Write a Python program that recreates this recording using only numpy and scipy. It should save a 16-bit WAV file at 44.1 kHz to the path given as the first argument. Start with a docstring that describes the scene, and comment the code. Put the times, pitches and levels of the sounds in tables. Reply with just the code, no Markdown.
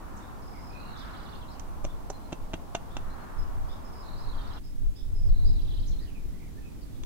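"""A wooden stake is knocked into the frame of a stick shelter with a club, a few metres away in a forest.
Each blow is a chatter of several contacts, made of short decaying sines for wood and noisy cracks for bark.
Finches sing rapid trills, built from gliding whistles with echoes off the trunks. A breeze of filtered noise
rushes in the canopy until the scene changes to a stiller spot; gusts of low noise rumble on the microphone.
Behind them lie the far murmur of the forest and a faint hiss."""
import sys
import numpy as np
from scipy import signal
from scipy.fft import rfft, irfft, next_fast_len
from scipy.io import wavfile

SR = 44100
rng = np.random.default_rng(int(sys.argv[2]) if len(sys.argv) > 2 else 0)


def waveform_to_disk(signal):
    """Save audio, clipped to [-1, 1], as 16-bit WAV at the path in sys.argv[1]."""
    frames = np.transpose(np.atleast_2d(signal))
    scaled = np.clip(frames, -1, 1) * 32767
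    samples = np.round(scaled).astype(np.int16)
    wavfile.write(sys.argv[1], SR, samples)


N = 310905
TIME = np.arange(N) / SR
SCENE_CHANGE_S = 4.59


def from_db(db):
    """Turn decibels into a gain."""
    return 10 ** (np.asarray(db) / 20)


def rms_one(x):
    """Scale a sound to an average (rms) strength of 1."""
    return x / np.sqrt(np.mean(x ** 2) + 1e-20)


def in_time(rows):
    """Draw straight lines between (time, value) points and read them at every sample."""
    return np.interp(TIME, *np.transpose(rows))


def at_hz(points, hz):
    """Read a spectrum between its points, with pitch spaced by octaves."""
    where, db = np.transpose(points)
    return np.interp(np.log(hz + 1e-6), np.log(where), db)


def add(track, s, sound):
    """Mix a short sound into a track at time s."""
    start = int(np.clip(round(s * SR), 0, N - 1))
    track[start:start + len(sound)] += sound[:N - start]


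def panned(x, right_db):
    """Make the right side louder than the left by so many dB."""
    return x * from_db(np.array([[-.5], [.5]]) * right_db)


def placed(x, right_db, lag_s):
    """A source to the right is louder there and reaches the left side later."""
    late = np.interp(TIME - lag_s, TIME, x)
    return panned(np.array([late, x]), right_db)


def coloured_noise(spectrum):
    """Random noise shaped to a spectrum, unrelated left and right, with rms 1."""
    hz = np.fft.rfftfreq(2 * next_fast_len(N // 2 + 1), 1 / SR)
    gain = from_db(at_hz(spectrum, hz))
    gain[0] = 0  # no constant offset
    real = rng.standard_normal((2, len(gain)))
    imaginary = rng.standard_normal((2, len(gain)))
    return rms_one(irfft(gain * (real + 1j * imaginary))[:, :N])


def among_trunks(x, t60, build_s):
    """Many faint echoes off trunks and leaves, different on each side; t60 is the time to fade by 60 dB."""
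    t = TIME[:SR]
    echoes = rng.standard_normal((2, SR)) * from_db(-60 * t / t60) * (1 - np.exp(-t / build_s))
    echoes /= np.linalg.norm(echoes, axis=1, keepdims=True)
    return signal.fftconvolve(np.atleast_2d(x), echoes, axes=1)[:, :N]


def struck(modes, pitch):
    """Struck wood rings as decaying sines; every contact weights them a little differently."""
    t = TIME[:SR // 10]
    sound = np.zeros(len(t))
    for hz, db, t60 in modes:
        fading = from_db(db + rng.standard_normal() - 60 * t / t60)
        sound += fading * np.sin(2 * np.pi * hz * pitch * t)
    return sound


def crushed(sound, crush_s):
    """Bark fibres give way in a brief burst of tiny impacts that drives all modes about evenly."""
    fade = np.exp(-TIME[:SR // 50] / crush_s)
    spectrum = rfft(rng.standard_normal(len(fade)) * fade)
    even = irfft(spectrum / np.abs(spectrum), len(fade))  # every pitch equally strong
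    burst = even * np.sqrt(fade)
    return signal.fftconvolve(sound, burst / np.linalg.norm(burst))


def dulled(x, top_hz):
    """Wood carries little above a certain pitch, so a low-pass filter takes the top away."""
    return signal.sosfilt(signal.butter(6, top_hz, fs=SR, output="sos"), x)


# Ways the stake vibrates, from its sway in the soil to the snap of its bark.
# Columns: pitch_hz (ring and crack: before the blow's pitch ratio), relative level_db, fade_by_60_db_s
THUD_MODES = [(177, 0.5, 0.062), (284, -1.5, 0.029), (332, 4, 0.042)]
RING_MODES = [(673, -6, 0.032), (790, -3.5, 0.019), (1000, -13, 0.006), (1330, -24, 0.027)]
CRACK_MODES = [(1610, -8.5, 0.014), (2125, -15, 0.011), (2310, -17, 0.0074), (2830, 0, 0.0077),
               (3030, -10, 0.0058), (3390, -6, 0.0088), (4080, 0, 0.0023)]
SNAP_MODES = [(6020, 2, 0.0063), (6580, -2, 0.0054), (7000, 0, 0.005), (7500, -13.5, .006)]
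# The club's two rebounds after each landing.
# Columns: delay (in rebound lags of the blow), wood_db, bark_db (both relative to the landing)
REBOUNDS = [(1, -10.5, -2), (1.8, -11, -10.5)]
# Blows on the stake; the levels are relative within each column.
# Columns: landing_s, thud_db, ring_db, crack_db, snap_db, pitch_ratio (of ring and crack),
# graze_lead_s, graze_db (relative to the landing), rebound_lag_s
BLOWS = [ (1.5964, -69, -60.5, -44.5, -34, 1.1, 0.0011, -21, .0016),
         (1.8493, -39, -27.5, -33, -33.5, .87, .005, -4.5, 0.0013),
         (2.1020, -51, -25, -51, -31, 0.94, 0.00222, -7, 0.0029),
         (2.3279, -33.5, -28, -28.5, -38, 0.936, 0.0046, -5, 0.0023),
         (2.539, -33.5, -26.5, -25.5, -37.5, .96, 0.00448, -4, 0.0024),
         (2.7502, -38.5, -19, -21, -27.5, 1.024, 0.0027, -14, 0.0029),
         (2.9680, -41, -29, -28, -35, 0.98, 0.0014, -25, .0021),
         (7.0354, -60, -49, -35.5, -41, 1.22, 0.0015, -21, 0.00082)]
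CONTACT_JITTER_S, KNOCK_LAG_S = 0.00024, .00009


def knocks():
    """The club grazes, lands and rebounds; landing sways the stake, each contact rings it and cracks bark."""
    body, crack, snap = np.zeros((3, N))
    for landing_s, thud_db, ring_db, crack_db, snap_db, pitch, lead_s, graze_db, rebound_s in BLOWS:
        add(body, landing_s, from_db(thud_db) * struck(THUD_MODES, 1.0))
        # each contact: seconds after the landing, wood dB, bark dB
        contacts = [(-lead_s, graze_db, graze_db), (0, 0, 0)]
        for lags, wood_db, bark_db in REBOUNDS:
            after_s = lags * rebound_s + CONTACT_JITTER_S * rng.standard_normal()
            contacts.append((after_s, wood_db, bark_db))
        for after_s, wood_db, bark_db in contacts:
            s = landing_s + after_s
            cracking = crushed(struck(CRACK_MODES, pitch), crush_s=0.00078)
            snapping = crushed(struck(SNAP_MODES, 1), crush_s=0.00076)
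            add(body, s, from_db(ring_db + wood_db) * struck(RING_MODES, pitch))
            add(crack, s, from_db(crack_db + bark_db) * cracking)
            add(snap, s, from_db(snap_db + bark_db) * snapping)
    body = placed(dulled(body, top_hz=2450), right_db=0.0, lag_s=KNOCK_LAG_S)
    crack = from_db(-6) * placed(dulled(crack, top_hz=4100), right_db=2.5, lag_s=KNOCK_LAG_S)
    snap = from_db(-9.5) * placed(dulled(snap, top_hz=8700), right_db=14.5, lag_s=KNOCK_LAG_S)
    direct = body + crack + snap
    near = from_db(-8.5) * among_trunks(direct, t60=0.078, build_s=0.00094)
    far = from_db(-25) * among_trunks(direct, t60=0.46, build_s=.015)
    return direct + near + far


NOTE_DETUNE, NOTE_SPREAD_DB = .07, 2.2
TREMBLE_SHARE, TREMBLE_MOST, TREMBLE_PER_S = .17, .052, 900


def whistle(length_s, start_hz, end_hz, db):
    """One gliding note; the wider it sweeps, the more its pitch strays and trembles."""
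    t = TIME[:int(length_s * SR)]
    detune, force, *tremble = rng.standard_normal(128)
    sweep = abs(np.log(end_hz / start_hz))
    depth = min(TREMBLE_SHARE * sweep, TREMBLE_MOST)
    quiver = depth * np.interp(t * TREMBLE_PER_S, np.arange(len(tremble)), tremble)
    glide_hz = start_hz * (end_hz / start_hz) ** (t / length_s)
    hz = glide_hz * (1 + NOTE_DETUNE * sweep * detune + quiver)
    swell = np.sin(np.pi * t / length_s) ** .4
    tone = np.sin(2 * np.pi * np.cumsum(hz) / SR)
    return from_db(db + NOTE_SPREAD_DB * force) * rms_one(swell * tone)


# The finch's songs. Columns: main_trill_start_s, opening_trill_length_s, rattle_length_s, relative level_db
SONGS = [(.719, .3, .37, -52), (4.024, 0.097, .31, -50.5), (5.288, .09, .31, -51.5)]
# One note of each trill, before its random variation. Columns: length_s, start_hz, end_hz, relative level_db
OPENING_NOTE = (.017, 5444, 4792, -1.5)
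MAIN_NOTE = (0.0177, 4500, 3720, 0.91)
# One syllable of the rattle, and the closing flourish; every note varies a little at random.
# Columns: time_into_it_s, length_s, start_hz, end_hz, relative level_db
RATTLE = [(0, 0.025, 4446, 2740, 0.5), (.03, 0.017, 3386, 5610, 0)]
FLOURISH = [(.025, 0.03, 4540, 2630, 0), (.10, 0.0178, 3674, 4420, 0), (.125, .04, 5400, 4120, 0),
            (.16, .07, 3405, 2250, -6)]
TRILL_NOTES_PER_S, MAIN_TRILL_S, TRILL_SWELL_DB = 38, .29, 4
RATTLE_PERIOD_S, NOTE_JITTER_S = .0615, .003


def finch():
    """Every song steps down through two swelling trills into a rattle, with a flourish to close it."""
    out = np.zeros(N)
    for s, opening_s, rattle_s, db in SONGS:
        song = np.zeros(N)
        trills = [(s - opening_s, opening_s, OPENING_NOTE), (s, MAIN_TRILL_S, MAIN_NOTE)]
        for start, length, note in trills:
            for share in np.linspace(0, 1, round(length * TRILL_NOTES_PER_S), endpoint=False):
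                swell = from_db(TRILL_SWELL_DB * (share - 1))
                add(song, start + share * length, swell * whistle(*note))
        syllables = [RATTLE] * round(rattle_s / RATTLE_PERIOD_S) + [FLOURISH]
        for k, syllable in enumerate(syllables):
            syllable_s = s + MAIN_TRILL_S + k * RATTLE_PERIOD_S
            for after_s, *note in syllable:
                jitter_s = NOTE_JITTER_S * rng.standard_normal()
                add(song, syllable_s + after_s + jitter_s, whistle(*note))
        # a song begun at the first spot breaks off when the scene changes
        same_spot = (TIME < SCENE_CHANGE_S) == (s < SCENE_CHANGE_S)
        out += from_db(db) * song * same_spot
    return out


# Calls of other birds, from low fluting to thin peeps.
# Columns: start_s, length_s, middle pitch_hz, glide_ratio (end over start of each note), relative level_db
CHIRPS = [ (0.162, 0.022, 6450, 0.61, -51.5), (.195, 0.08, 3660, 1.14, -58), (.535, 0.062, 2196, .85, -54),
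          (.703, 0.099, 2560, 1.09, -49), (.827, 0.068, 2800, 1.1, -57.5),
          (0.955, 0.064, 3620, 1.18, -50.5), (0.971, 0.039, 4800, 0.65, -49.5),
          (1.869, 0.045, 3560, 1.16, -59), (2.128, 0.027, 4150, 1.04, -54), (2.23, 0.036, 4170, 1.04, -59),
          (2.904, 0.069, 3550, 1.16, -55), (3.096, 0.028, 4190, 1.15, -56), (3.197, 0.043, 4220, 0.94, -60),
          (3.382, 0.02, 5170, .96, -54.5), (3.678, 0.059, 5080, 1.17, -55), (3.688, 0.054, 3540, 1.2, -53),
          (3.842, .03, 5175, .96, -52), (4.167, 0.052, 5000, 1.16, -55), (4.405, 0.12, 3680, 1, -56),
          (4.635, 0.042, 5080, 1.17, -57), (4.953, 0.054, 5100, 1.14, -52.5),
          (4.959, 0.064, 3576, 1.2, -56), (5.147, 0.062, 5170, .98, -59),
          (5.449, 0.0357, 4950, 1.08, -47.5), (5.67, 0.062, 3540, 0.78, -53),
          (5.868, 0.028, 6200, 0.75, -53), (5.885, 0.084, 4190, 0.99, -55.5),
          (6.009, .07, 1840, 0.85, -57.5), (6.144, 0.037, 2400, 0.84, -51), (6.329, 0.043, 1994, 1.16, -57),
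          (6.394, .09, 2180, 0.76, -58), (6.571, 0.022, 1780, 1.06, -53.5), (6.62, 0.06, 2530, 0.89, -55),
          (6.81, 0.0238, 4650, 0.8, -57), (6.922, 0.049, 3610, 1.2, -63)]
CHIRP_NOTES_PER_S = 40


def other_birds():
    """Each call is one gliding note or a quick run of like notes."""
    out = np.zeros(N)
    for s, length, hz, glide, db in CHIRPS:
        notes = max(1, round(length * CHIRP_NOTES_PER_S))
        note_s = length / notes
        for k in range(notes):
            add(out, s + k * note_s, whistle(note_s, hz / np.sqrt(glide), hz * np.sqrt(glide), db))
    return out


BIRD_DB, BIRD_DIRECT_DB, BIRD_ECHO_DB = -3, -8.3, -7.3
BIRD_LAG_S, BIRD_T60_S, BIRD_BUILD_S = 0.000488, .33, .002


def birds():
    """Runs of short gliding whistles from the right, heard largely through their echoes."""
    song = finch() + other_birds()
    first = TIME < SCENE_CHANGE_S
    # echoes of the first spot end with it
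    first_echoes = first * among_trunks(song * first, BIRD_T60_S, BIRD_BUILD_S)
    second_echoes = among_trunks(song * ~first, BIRD_T60_S, BIRD_BUILD_S)
    direct = from_db(BIRD_DIRECT_DB) * placed(song, 0, BIRD_LAG_S)
    heard = direct + from_db(BIRD_ECHO_DB) * (first_echoes + second_echoes)
    return from_db(BIRD_DB) * panned(heard, right_db=9.0)


# The breeze's rise and fall. Columns: time_s, level_db (before BREEZE_DB is added)
BREEZE = [(0.0, -53), (0.2, -52.5), (0.47, -53.5), (0.68, -53.5), (1.09, -51.5), (1.46, -53.5),
          (2.57, -54.5), (2.94, -53.5), (3.2, -52), (3.66, -53.5), (4.36, -53), (4.44, -52.5)]
# The breeze's spectrum. Columns: ratio to the centre pitch, relative level_db per Hz
BREEZE_SHAPE = [(.2, 4), (.45, -4), (.75, 1), (1.1, 2.5), (1.5, -5.5), (2.2, -20.5), (3.5, -32), (6, -34)]
# the rush has this centre at its mean level and brightens as it swells
BREEZE_CENTRE_HZ, BREEZE_OCTAVES_PER_DB, BREEZE_DB = 948, 0.1934, 5.5


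def breeze():
    """Wind in the canopy: a broad rush whose centre rises with the flow; it ends when the scene changes."""
    level_db = in_time(BREEZE)
    mean_db = level_db[TIME < SCENE_CHANGE_S].mean()
    centre = BREEZE_CENTRE_HZ * 2 ** (BREEZE_OCTAVES_PER_DB * (level_db - mean_db))
    edges = np.geomspace(180, 5800, 16)  # 15 bands of noise, in Hz
    white = rng.standard_normal((2, 2, N))
    out = 0
    for k, (low, high) in enumerate(zip(edges, edges[1:])):
        band_filter = signal.butter(2, [low, high], "band", fs=SR, output="sos")
        band = signal.sosfilt(band_filter, white[k % 2])  # neighbouring bands use different noise
        out = out + band * from_db(at_hz(BREEZE_SHAPE, np.sqrt(low * high) / centre))
    present = np.clip((SCENE_CHANGE_S - TIME) / 0.0086, 0, 1)
    return rms_one(out) * from_db(level_db + BREEZE_DB) * present


# Gusts on the microphone. Columns: peak_s, width_s, level_db (before GUST_DB is added)
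GUSTS = [(1.84, 0.21, -36), (2.42, 0.053, -36), (3.02, 0.14, -34.5), (3.40, .05, -28.5),
         (3.58, 0.26, -33.5), (4.37, 0.29, -33), (4.851, 0.11, -29), (5.12, 0.11, -27), (5.281, 0.1, -20.5),
         (5.46, 0.11, -20), (5.76, 0.38, -27), (6.28, 0.061, -34), (7.04, 0.054, -36)]
# The rumble's spectrum. Columns: pitch_hz, relative level_db per Hz
GUST_SPECTRUM = [(3, -33), (8, -5.5), (18, 3), (35, -7), (60, -15), (110, -22), (200, -44.5), (400, -48.5),
                 (1000, -63), (4000, -100)]
LULL_DB, GUST_DB = -49, 4  # the lull too is raised by GUST_DB
GUST_RISE_SHARE = 0.87  # width of the rise compared with the fall


def gusts():
    """Turbulence buffets each side separately; a gust swells out of the lull and dies a little more slowly."""
    power = from_db(LULL_DB) ** 2
    for s, width_s, db in GUSTS:
        away = (TIME - s) / (width_s * np.where(TIME < s, GUST_RISE_SHARE, 1))
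        hump = from_db(db) / np.cosh(np.clip(2 * away, -20, 20))
        power = power + hump ** 2
    return from_db(GUST_DB) * np.sqrt(power) * coloured_noise(GUST_SPECTRUM)


# Spectra of the murmur at the first and the second, stiller spot. Columns: pitch_hz, relative level_db per Hz
FOREST_SPECTRUM = [(12, -7.5), (30, -0.5), (70, -5), (130, -11), (280, -14.5), (480, -24), (900, -44),
                   (1500, -36), (3000, -42.5), (15000, -50.5)]
STILL_SPECTRUM = [(12, -7.5), (30, 2.5), (70, -5.5), (130, -10), (280, -12), (480, -25), (650, -28.5),
                  (900, -31.5), (1500, -38), (3000, -44), (15000, -49.5)]
# How loud the murmur is at the second spot. Columns: time_s, level_db
STILL_LEVEL = [(4.6, -45), (5.1, -45.5), (5.5, -42.5), (6.0, -41.5), (7.05, -41.5)]
FOREST_DB = -43.5


def murmur():
    """The far noise of the forest: steady at the first spot, gently varying in level at the second."""
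    first = from_db(FOREST_DB) * coloured_noise(FOREST_SPECTRUM)
    second = from_db(in_time(STILL_LEVEL)) * coloured_noise(STILL_SPECTRUM)
    # a 10 ms crossfade between the spots
    turn = np.pi / 2 * np.clip((TIME - SCENE_CHANGE_S) * 100, 0, 1)
    return panned(first * np.cos(turn) + second * np.sin(turn), right_db=2.0)


# Spectrum of the microphones' hiss. Columns: pitch_hz, relative level_db per Hz
HISS_SPECTRUM = [(500, 1), (4000, 1), (9000, -1.3), (15000, -1.9)]
HISS_DB = -62.5


def hiss():
    """The microphones' own faint, steady noise."""
    return from_db(HISS_DB) * coloured_noise(HISS_SPECTRUM)


def scene():
    """Knocks and birds over the moving air, the murmur of the forest and the microphones' hiss."""
    return knocks() + birds() + breeze() + gusts() + murmur() + hiss()


CUTOFF_HZ = 15800


def record(dry):
    """A steep low-pass filter cuts the very top."""
    return signal.sosfilt(signal.ellip(12, .1, 90, CUTOFF_HZ, fs=SR, output="sos"), dry)


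dry = scene()
out = record(dry)
waveform_to_disk(out)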